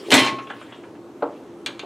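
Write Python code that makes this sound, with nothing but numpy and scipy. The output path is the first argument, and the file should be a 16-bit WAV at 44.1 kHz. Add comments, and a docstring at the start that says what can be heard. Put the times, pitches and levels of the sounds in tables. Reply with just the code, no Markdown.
"""In a small kitchen with a fan hum, a steel saucepan lands on a coil burner, clatters and rocks to rest.
Soft bumps precede it; dull stove-top knocks and plastic spoon taps on a steel handle follow.
Impacts excite decaying modes, dense ringing in noise bands and a contact click (modal synthesis).
Friction and fan are coloured noise, hum is narrow resonances driven by noise, and the room is a
decaying noise tail."""
import sys
import numpy as np
from scipy import signal
from scipy.fft import rfft, irfft, next_fast_len
from scipy.io import wavfile
from scipy.ndimage import uniform_filter1d

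SR = 44100
rng = np.random.default_rng(int(sys.argv[2]) if len(sys.argv) > 2 else 0)


def undo_db(level):
    """Turn decibels back into plain size, where 20 dB means ten times bigger."""
    steps = np.asarray(level, float) / 20
    return 10 ** steps


def master(y):
    """Save y as 16-bit WAV."""
    cut = np.clip(np.atleast_2d(y).T, -1, 1)
    pcm = np.round(cut * 32767)  # scale
    wavfile.write(sys.argv[1], SR, pcm.astype(np.int16))


N = 81585  # samples


def at(table, hz):
    """Interpolation on a log-frequency axis: read (Hz, value) points."""
    table = np.array(table, float)
    return np.interp(np.log(hz), np.log(table[:, 0]), table[:, 1])


def shaped(x, gain):
    """Linear filtering: multiply the spectrum by a gain given as a function of Hz."""
    hz = np.maximum(np.arange(N + 1) * SR / (2 * N), 1)
    return irfft(rfft(x, 2 * N) * gain(hz), 2 * N)[:len(x)]


# third-octave band centres [Hz]
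BANDS = 30 * 2 ** np.arange(0, 9.2, 1 / 3)


def noise_bands():
    """Third-octave analysis in reverse: independent noise bands of equal level per Hz."""
    size = next_fast_len(N)
    f = np.maximum(np.arange(size // 2 + 1) * SR / size, 1)
    for hz in BANDS:
        white = rng.standard_normal((2, len(f))) * np.sqrt(size / 2)
        gain = np.cos(np.pi / 2 * np.clip(3 * np.log2(f / hz), -1, 1))
        yield hz, irfft((white[0] + 1j * white[1]) * gain, size)[:N]


def decay(kicks, t60, hz=0):
    """Damped resonance: each kick dies by 60 dB over t60 [s] while its phase turns at hz."""
    pole = np.exp((2j * np.pi * hz - np.log(1000) / t60) / SR)
    return signal.lfilter([1], [1, -pole], kicks)


def t60_at(pair, hz):
    """Frequency-dependent damping: log interpolation of decay times given at 300 Hz and 8 kHz."""
    return np.exp(at([(300, np.log(pair[0])), (8000, np.log(pair[1]))], hz))


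def strike(blows, modes, body, t60, mode_db, body_db, click_db, scatter_db, rise_s):
    """Modal impact: blows excite modes, dense ringing and a click; soft contact lowpasses the force."""
    start_s, level_db, corner_hz = np.array(blows, float).T
    i = np.clip((start_s * SR).astype(int), 0, N - 1)

    def kicks(hz, extra):
        """Contact spectrum: impulses weakened above each blow's corner."""
        force = np.zeros(N, complex)
        np.add.at(force, i, undo_db(level_db) / np.sqrt(1 + (hz / corner_hz) ** 6) * extra)
        return force

    out = np.zeros(N)
    mode_scatter = rng.standard_normal((len(blows), len(modes)))
    for k, (hz, db, mode_t60) in enumerate(modes):
        push = kicks(hz, undo_db(db + mode_db + scatter_db * mode_scatter[:, k]))
        # subtracting a short decay softens the onset
        out = out + (decay(push, mode_t60, hz) - decay(push, 4 * rise_s, hz)).imag

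    rise = np.hanning(max(int(rise_s * SR), 1) + 2)[1:-1]
    band_scatter = rng.standard_normal((len(blows), len(BANDS)))
    for k, (hz, band) in enumerate(noise_bands()):
        power = kicks(hz, undo_db(scatter_db * band_scatter[:, k])).real ** 2
        # power falls twice as fast in dB as the amplitude decay used by the filter
        ringing = np.abs(decay(power, t60_at(t60, hz) / 2).real)
        click = undo_db(2 * click_db) * np.abs(decay(power, 0.0066).real)
        envelope = np.convolve(np.sqrt(ringing + click), rise / rise.sum())[:N]
        out = out + undo_db(at(body, hz) + body_db) * band * envelope
    return out


def steady(colour, db, flicker_db, rate):
    """Stationary coloured noise: band levels wander independently; the sum is scaled to db."""
    hold = int(SR / rate)
    out = np.zeros(N)
    for hz, band in noise_bands():
        steps = np.repeat(rng.standard_normal(N // hold + 1), hold)
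        flicker = flicker_db * uniform_filter1d(steps, hold)[:N]
        out = out + undo_db(at(colour, hz) + flicker) * band
    return out * undo_db(db) / np.std(out)


FAN_DB = -43  # level before any stereo filtering
# fan noise spectrum: pitch_hz [Hz], relative level_db [dB per Hz]
FAN_COLOUR = [(25, -50), (60, -37.5), (100, -25.5), (160, -16), (220, -8), (320, -5), (450, -10.5),
              (600, -16), (1000, -19), (2000, -32.5), (4000, -40), (8000, -43.5), (13000, -51.5),
              (16000, -62)]


def fan():
    """Broadband flow-like noise: a low-weighted spectrum with slow band flicker."""
    return steady(FAN_COLOUR, FAN_DB, flicker_db=2.0, rate=11)


# filter for the fan's left-right difference: pitch_hz [Hz], gain_db [dB]
FAN_SIDE_GAIN = [(60, -13), (110, -10), (200, -25.5), (380, -27), (700, -20.5), (1290, -17.5), (2380, -10),
                 (5000, -11), (8000, -16), (11000, -35), (16000, -50.5)]


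def fan_side():
    """Interchannel decorrelation: a separate fan noise, opposite in sign left and right."""
    noise = steady(FAN_COLOUR, FAN_DB + 3.5, flicker_db=1.5, rate=12)
    return shaped(noise, lambda f: undo_db(at(FAN_SIDE_GAIN, f)))


# wavering tones of fan and mains: pitch_hz [Hz], level_db [dB], width_hz [Hz]
HUM_TONES = [(121.4, -56.5, 21), (295.5, -52.5, 14), (343.4, -47.5, 4.8), (414.2, -55.5, 7.5)]


def hum():
    """Narrowband resonance: noise rings sharp filters, giving wavering tones of fan and mains."""
    out = np.zeros(N)
    for pitch_hz, level_db, width_hz in HUM_TONES:
        tone = decay(rng.standard_normal(N), np.log(1000) / (np.pi * width_hz), pitch_hz).imag
        out = out + undo_db(level_db) * tone / np.std(tone)
    return out


# faint scraping of pan and spoon: start_s [s], level_db [dB]
SCRAPE_LEVEL = [(0, -47), (.03, -49), (.06, -46), (.095, -44), (.2, -54), (.55, -52.5), (.7, -51),
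                (.85, -58), (1.0, -76), (1.25, -62), (1.33, -59.5), (1.47, -58.5), (1.6, -67.5),
                (1.85, -58)]
# friction spectrum: pitch_hz [Hz], relative level_db [dB per Hz]
SCRAPE_SPECTRUM = [(400, -39.5), (1000, -4.5), (3300, 0), (4200, -9), (8000, -12.5), (16000, -31)]
# treble change above about 4 kHz: start_s [s], gain_db [dB]
SCRAPE_TREBLE = [(0, 1.5), (.1, 1), (.3, -2), (1.85, -22)]


def scrape():
    """Friction as flickering noise, its level and treble following separate envelopes."""
    t = np.arange(N) / SR
    noise = steady(SCRAPE_SPECTRUM, 0, flicker_db=5.0, rate=50)
    low = shaped(noise, lambda f: 1 / (1 + (f / 4200) ** 8))
    treble = undo_db(np.interp(t, *np.array(SCRAPE_TREBLE).T)) * (noise - low)
    return undo_db(np.interp(t, *np.array(SCRAPE_LEVEL).T)) * (low + treble)


# soft hollow bumps before the landing: start_s [s], relative level_db [dB], contact corner_hz [Hz]
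BUMP_BLOWS = [(.004, -40, 700), (.03, -37, 700), (.063, -36.5, 700), (.072, -33, 700), (.0835, -21, 590),
              (.098, -23, 600)]
# bump resonances: pitch_hz [Hz], relative level_db [dB], t60_s [s]
BUMP_RESONANCES = [(396.7, 5, 0.1), (500, -19.5, 0.04)]
# dense stove-top ringing, also for thumps and knocks: pitch_hz [Hz], relative level_db [dB per Hz]
TOP_SPECTRUM = [(60, -53), (125, -23.5), (170, -40.5), (279, -1), (500, -3), (1000, -5.5), (2160, -23),
                (4000, -13.5), (8000, -25.5), (16000, -50)]
TOP_T60_S = .2, 0.047  # at 300 Hz and 8 kHz


def bumps():
    """Low-mode impact: soft contact excites chiefly two hollow resonances."""
    return strike(BUMP_BLOWS, BUMP_RESONANCES, TOP_SPECTRUM, TOP_T60_S,
                  mode_db=1.0, body_db=4, click_db=-9, scatter_db=3.0, rise_s=0.0021)


# pan blows: start_s [s], relative level_db [dB], contact corner_hz [Hz] (lower = softer)
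CRASH_BLOWS = [(.105, -19.5, 12000), (.117, -14, 12200), (.1218, -6, 5040), (.129, -8.5, 4000),
               (.1398, -9.5, 11000), (.146, -9, 5050), (.152, -14, 14100), (.167, -13.5, 7900),
               (.178, -10.5, 6000), (.186, -23, 12000), (.191, -14.5, 12000), (.198, -16.5, 6000),
               (.208, -28, 5000), (.219, -24, 4923), (.232, -18, 6000), (.247, -25, 14100),
               (.263, -17.5, 5000), (.272, -19, 4870), (.281, -23, 4820), (.296, -36, 4030),
               (.32, -39, 3050), (.565, -40.5, 3000)]
# pan resonances, also for rocking: pitch_hz [Hz], relative level_db [dB], t60_s [s]
PAN_RESONANCES = [(610, -10, .2), (742, -11, .15), (904, -7, .22), (1085, -10, .6), (1240, -18, .2),
                  (1513, -7, .18), (1782, -10, .15), (1999, -1, .11), (2107, -7, .13), (2150, -7, .13),
                  (2509, -8, .13), (2700, -9, .12), (3089, -4, .15), (3643, -5, .12), (3993, -11, .12),
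                  (4133, -3, .14), (5669, -16, .08), (6632, -16, .08)]
# dense pan ringing, also for chimes: pitch_hz [Hz], relative level_db [dB per Hz]
PAN_SPECTRUM = [(60, -56), (125, -21), (170, -24), (256, -1), (515, -13.5), (1000, -7), (1410, -15),
                (2050, -6), (4000, -11.5), (5000, -17.5), (7750, -16), (12700, -27.5), (16000, -45)]
PAN_T60_S = 0.19, 0.14  # at 300 Hz and 8 kHz


def pan_crash():
    """Repeated modal impact: hard blows, with weakening random chatter of pan on coil among them."""
    first_s, last_s = .122, 0.26
    u = rng.random((30, 2))
    after_s = (last_s - first_s) * u[:, 0]
    level_db = -18.5 - 87 * after_s - 8 * u[:, 1]
    chatter = np.c_[first_s + after_s, level_db, np.full(30, 6000)]  # corner in Hz
    return strike(np.r_[CRASH_BLOWS, chatter], PAN_RESONANCES, PAN_SPECTRUM, PAN_T60_S,
                  mode_db=-11, body_db=11.5, click_db=4, scatter_db=2.5, rise_s=0.00031)


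# burner thumps under the pan's weight: start_s [s], relative level_db [dB], contact corner_hz [Hz]
THUMP_BLOWS = [(.122, -11.5, 500), (.1285, -11, 500), (.14, -11.5, 500), (.167, -25, 500),
               (.208, -16.5, 600), (.218, -18.5, 600), (.27, -28, 603), (.318, -23, 600)]
# burner resonances: pitch_hz [Hz], relative level_db [dB], t60_s [s]
BURNER_RESONANCES = [(125, -8, .25), (230, -8, .1), (264, 0, .12), (345, -6, .15), (445, -8, .12)]


def burner_thumps():
    """Load impact: the pan's weight excites low burner modes."""
    return strike(THUMP_BLOWS, BURNER_RESONANCES, TOP_SPECTRUM, TOP_T60_S,
                  mode_db=-2.0, body_db=12, click_db=-4.5, scatter_db=1.5, rise_s=0.0011)


# a utensil against the pan: start_s [s], relative level_db [dB], contact corner_hz [Hz]
CHIME_BLOWS = [(.1398, -10, 15000), (.152, -17, 15000), (.189, -35.5, 15000), (.247, -34, 15200)]
# chime resonances: pitch_hz [Hz], relative level_db [dB], t60_s [s]
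CHIME_RESONANCES = [(7666, 0, .035), (9800, -11, .04), (12500, -10, .03)]


def utensil_chimes():
    """High-mode impact: hard contact of a utensil with the pan excites short treble modes."""
    return strike(CHIME_BLOWS, CHIME_RESONANCES, PAN_SPECTRUM, PAN_T60_S,
                  mode_db=-0.5, body_db=-6, click_db=6, scatter_db=-1.5, rise_s=.0003)


# rocking contacts on an even beat: start_s [s], relative level_db [dB], contact corner_hz [Hz]
ROCK_BLOWS = [(0.3824, -30, 3720), (0.4975, -29.5, 4250), (0.6114, -37.5, 3030), (.72, -37, 3150),
              (0.8325, -40.5, 2170), (.949, -46.5, 2480), (1.064, -60, 1940)]
# dense rocking sound, also for the tick: pitch_hz [Hz], relative level_db [dB per Hz]
ROCK_SPECTRUM = [(200, -30), (600, 2), (900, 1), (1300, 2.5), (2000, -5), (3000, -3), (4000, -16),
                 (7500, -18), (16000, -45)]


def pan_rocking():
    """Periodic contact: slow-rising, mostly weakening blows excite the pan on an even beat."""
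    return strike(ROCK_BLOWS, PAN_RESONANCES, ROCK_SPECTRUM, (.2, .08),
                  mode_db=-17.5, body_db=9, click_db=-4, scatter_db=4.0, rise_s=0.0063)


# a lone dull tick while the pan rocks: start_s [s], relative level_db [dB], contact corner_hz [Hz]
TICK_BLOWS = [(.4704, -37, 3600)]
# tick resonances: pitch_hz [Hz], relative level_db [dB], t60_s [s]
TICK_RESONANCES = [(1090, -11, .1), (1500, -9, .05), (2550, -3, .035), (2750, 0, .04), (3430, 0, .045)]


def tick():
    """Strong damping: one contact excites briefly ringing modes."""
    return strike(TICK_BLOWS, TICK_RESONANCES, ROCK_SPECTRUM, (.1, .05),
                  mode_db=0, body_db=8, click_db=0, scatter_db=1, rise_s=.0012)


# stove-top knocks: start_s [s], relative level_db [dB], contact corner_hz [Hz]
KNOCK_BLOWS = [(1.2234, -16.5, 1550), (1.228, -24.5, 700), (1.234, -30, 1500), (1.24, -30, 1400),
               (1.251, -39, 596), (1.266, -51, 1200), (1.295, -33.5, 560), (1.662, -32, 452),
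               (1.685, -32, 450), (1.795, -40.5, 500), (1.832, -34.5, 1220)]
# stove-top resonances: pitch_hz [Hz], relative level_db [dB], t60_s [s]
TOP_RESONANCES = [(290, -5, .1), (350, -2, .1), (463, 0, .1), (614, 0, .09), (700, 3, .08), (800, -4, .06),
                  (953, -5, .1), (1104, -10, .09), (1292, -15, .08), (1561, -18, .08), (2400, -20, .05)]


def stove_knocks():
    """Soft-contact impact: a low force spectrum excites the stove top's lower modes."""
    return strike(KNOCK_BLOWS, TOP_RESONANCES, TOP_SPECTRUM, TOP_T60_S,
                  mode_db=-6, body_db=16.5, click_db=-4.0, scatter_db=2.25, rise_s=0.0015)


# plastic spoon on a steel handle: start_s [s], relative level_db [dB], contact corner_hz [Hz]
TAP_BLOWS = [(1.6612, -25, 12000), (1.667, -37, 9000), (1.7935, -33.5, 6730), (1.826, -46, 2920)]
# tap resonances: pitch_hz [Hz], relative level_db [dB], t60_s [s]
TAP_RESONANCES = [(1572, -14, .1), (2363, 0, .07), (2514, -5, .08), (2740, -3, .08), (2961, -7, .06),
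                  (3300, -5, .05), (3550, -4, .1), (4183, -6, .06), (4479, -2, .045), (4791, -4, .045),
                  (5868, -17, .05), (6530, -8, .05), (6640, -11, .05), (6950, -15, .05), (11110, -12, .025)]
# dense tap ringing: pitch_hz [Hz], relative level_db [dB per Hz]
TAP_SPECTRUM = [(200, -33), (600, -17.5), (1050, -8), (1930, -8), (2500, -5), (3630, 0), (4800, -20),
                (5500, -11), (6730, -13.5), (11500, -24), (16000, -50.5)]


def spoon_taps():
    """Light modal impact: spoon-on-handle contact excites bright, short modes."""
    return strike(TAP_BLOWS, TAP_RESONANCES, TAP_SPECTRUM, (0.69, 0.053),
                  mode_db=-2, body_db=12, click_db=6, scatter_db=0.5, rise_s=.0008)


def room(x, t60):
    """Reverberation by convolution: a unit-energy noise tail, shorter in the treble."""
    t = np.arange(SR // 2) / SR
    tail = sum(band[:len(t)] * undo_db(-60 * t / t60_at(t60, hz)) for hz, band in noise_bands())
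    tail = tail * (t > .016 * t60[1])  # first-echo delay scales with treble decay
    return signal.fftconvolve(x, tail / np.sqrt(np.sum(tail ** 2)))[:N]


# filter for the hits' left-right difference: pitch_hz [Hz], gain_db [dB]
HIT_SIDE_GAIN = [(60, -29), (110, -41), (200, -78), (380, -32), (700, -27.5), (1290, -23), (2380, -18.5),
                 (4400, -10), (8120, -11.5), (15000, -25.5)]


def hit_side(hits):
    """Stereo difference: filtered early echoes and direct sound, opposite in sign left and right."""
    early = room(hits, (0.092, .06))
    return shaped(undo_db(-4.5) * early + undo_db(-18.5) * hits, lambda f: undo_db(at(HIT_SIDE_GAIN, f)))


def scene():
    """Superposition: impacts and friction in the room, over fan and hum, as mid plus or minus side."""
    hits = scrape() + bumps() + pan_crash() + burner_thumps() + utensil_chimes()
    hits = hits + pan_rocking() + tick() + stove_knocks() + spoon_taps()
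    hits = shaped(hits, lambda f: 1 / np.sqrt(1 + (130 / f) ** 8))  # small things radiate no deep bass
    mid = hits + undo_db(-10.5) * room(hits, (0.48, .25)) + fan() + hum()
    side = hit_side(hits) + fan_side()
    return np.array([mid + side, mid - side])


def top_cut(x):
    """Nothing passes above the cut-off."""
    return signal.sosfilt(signal.butter(12, 16160, fs=SR, output="sos"), x)


def record(dry):
    """Highpass response and saturation: the microphone loses deep bass; loud peaks round off."""
    highpass = signal.butter(2, 90, "high", fs=SR, output="sos")
    x = signal.sosfilt(highpass, dry)
    mix = np.tanh(0.79 * x) / 0.81
    return top_cut(mix)


dry = scene()
out = record(dry)
master(out)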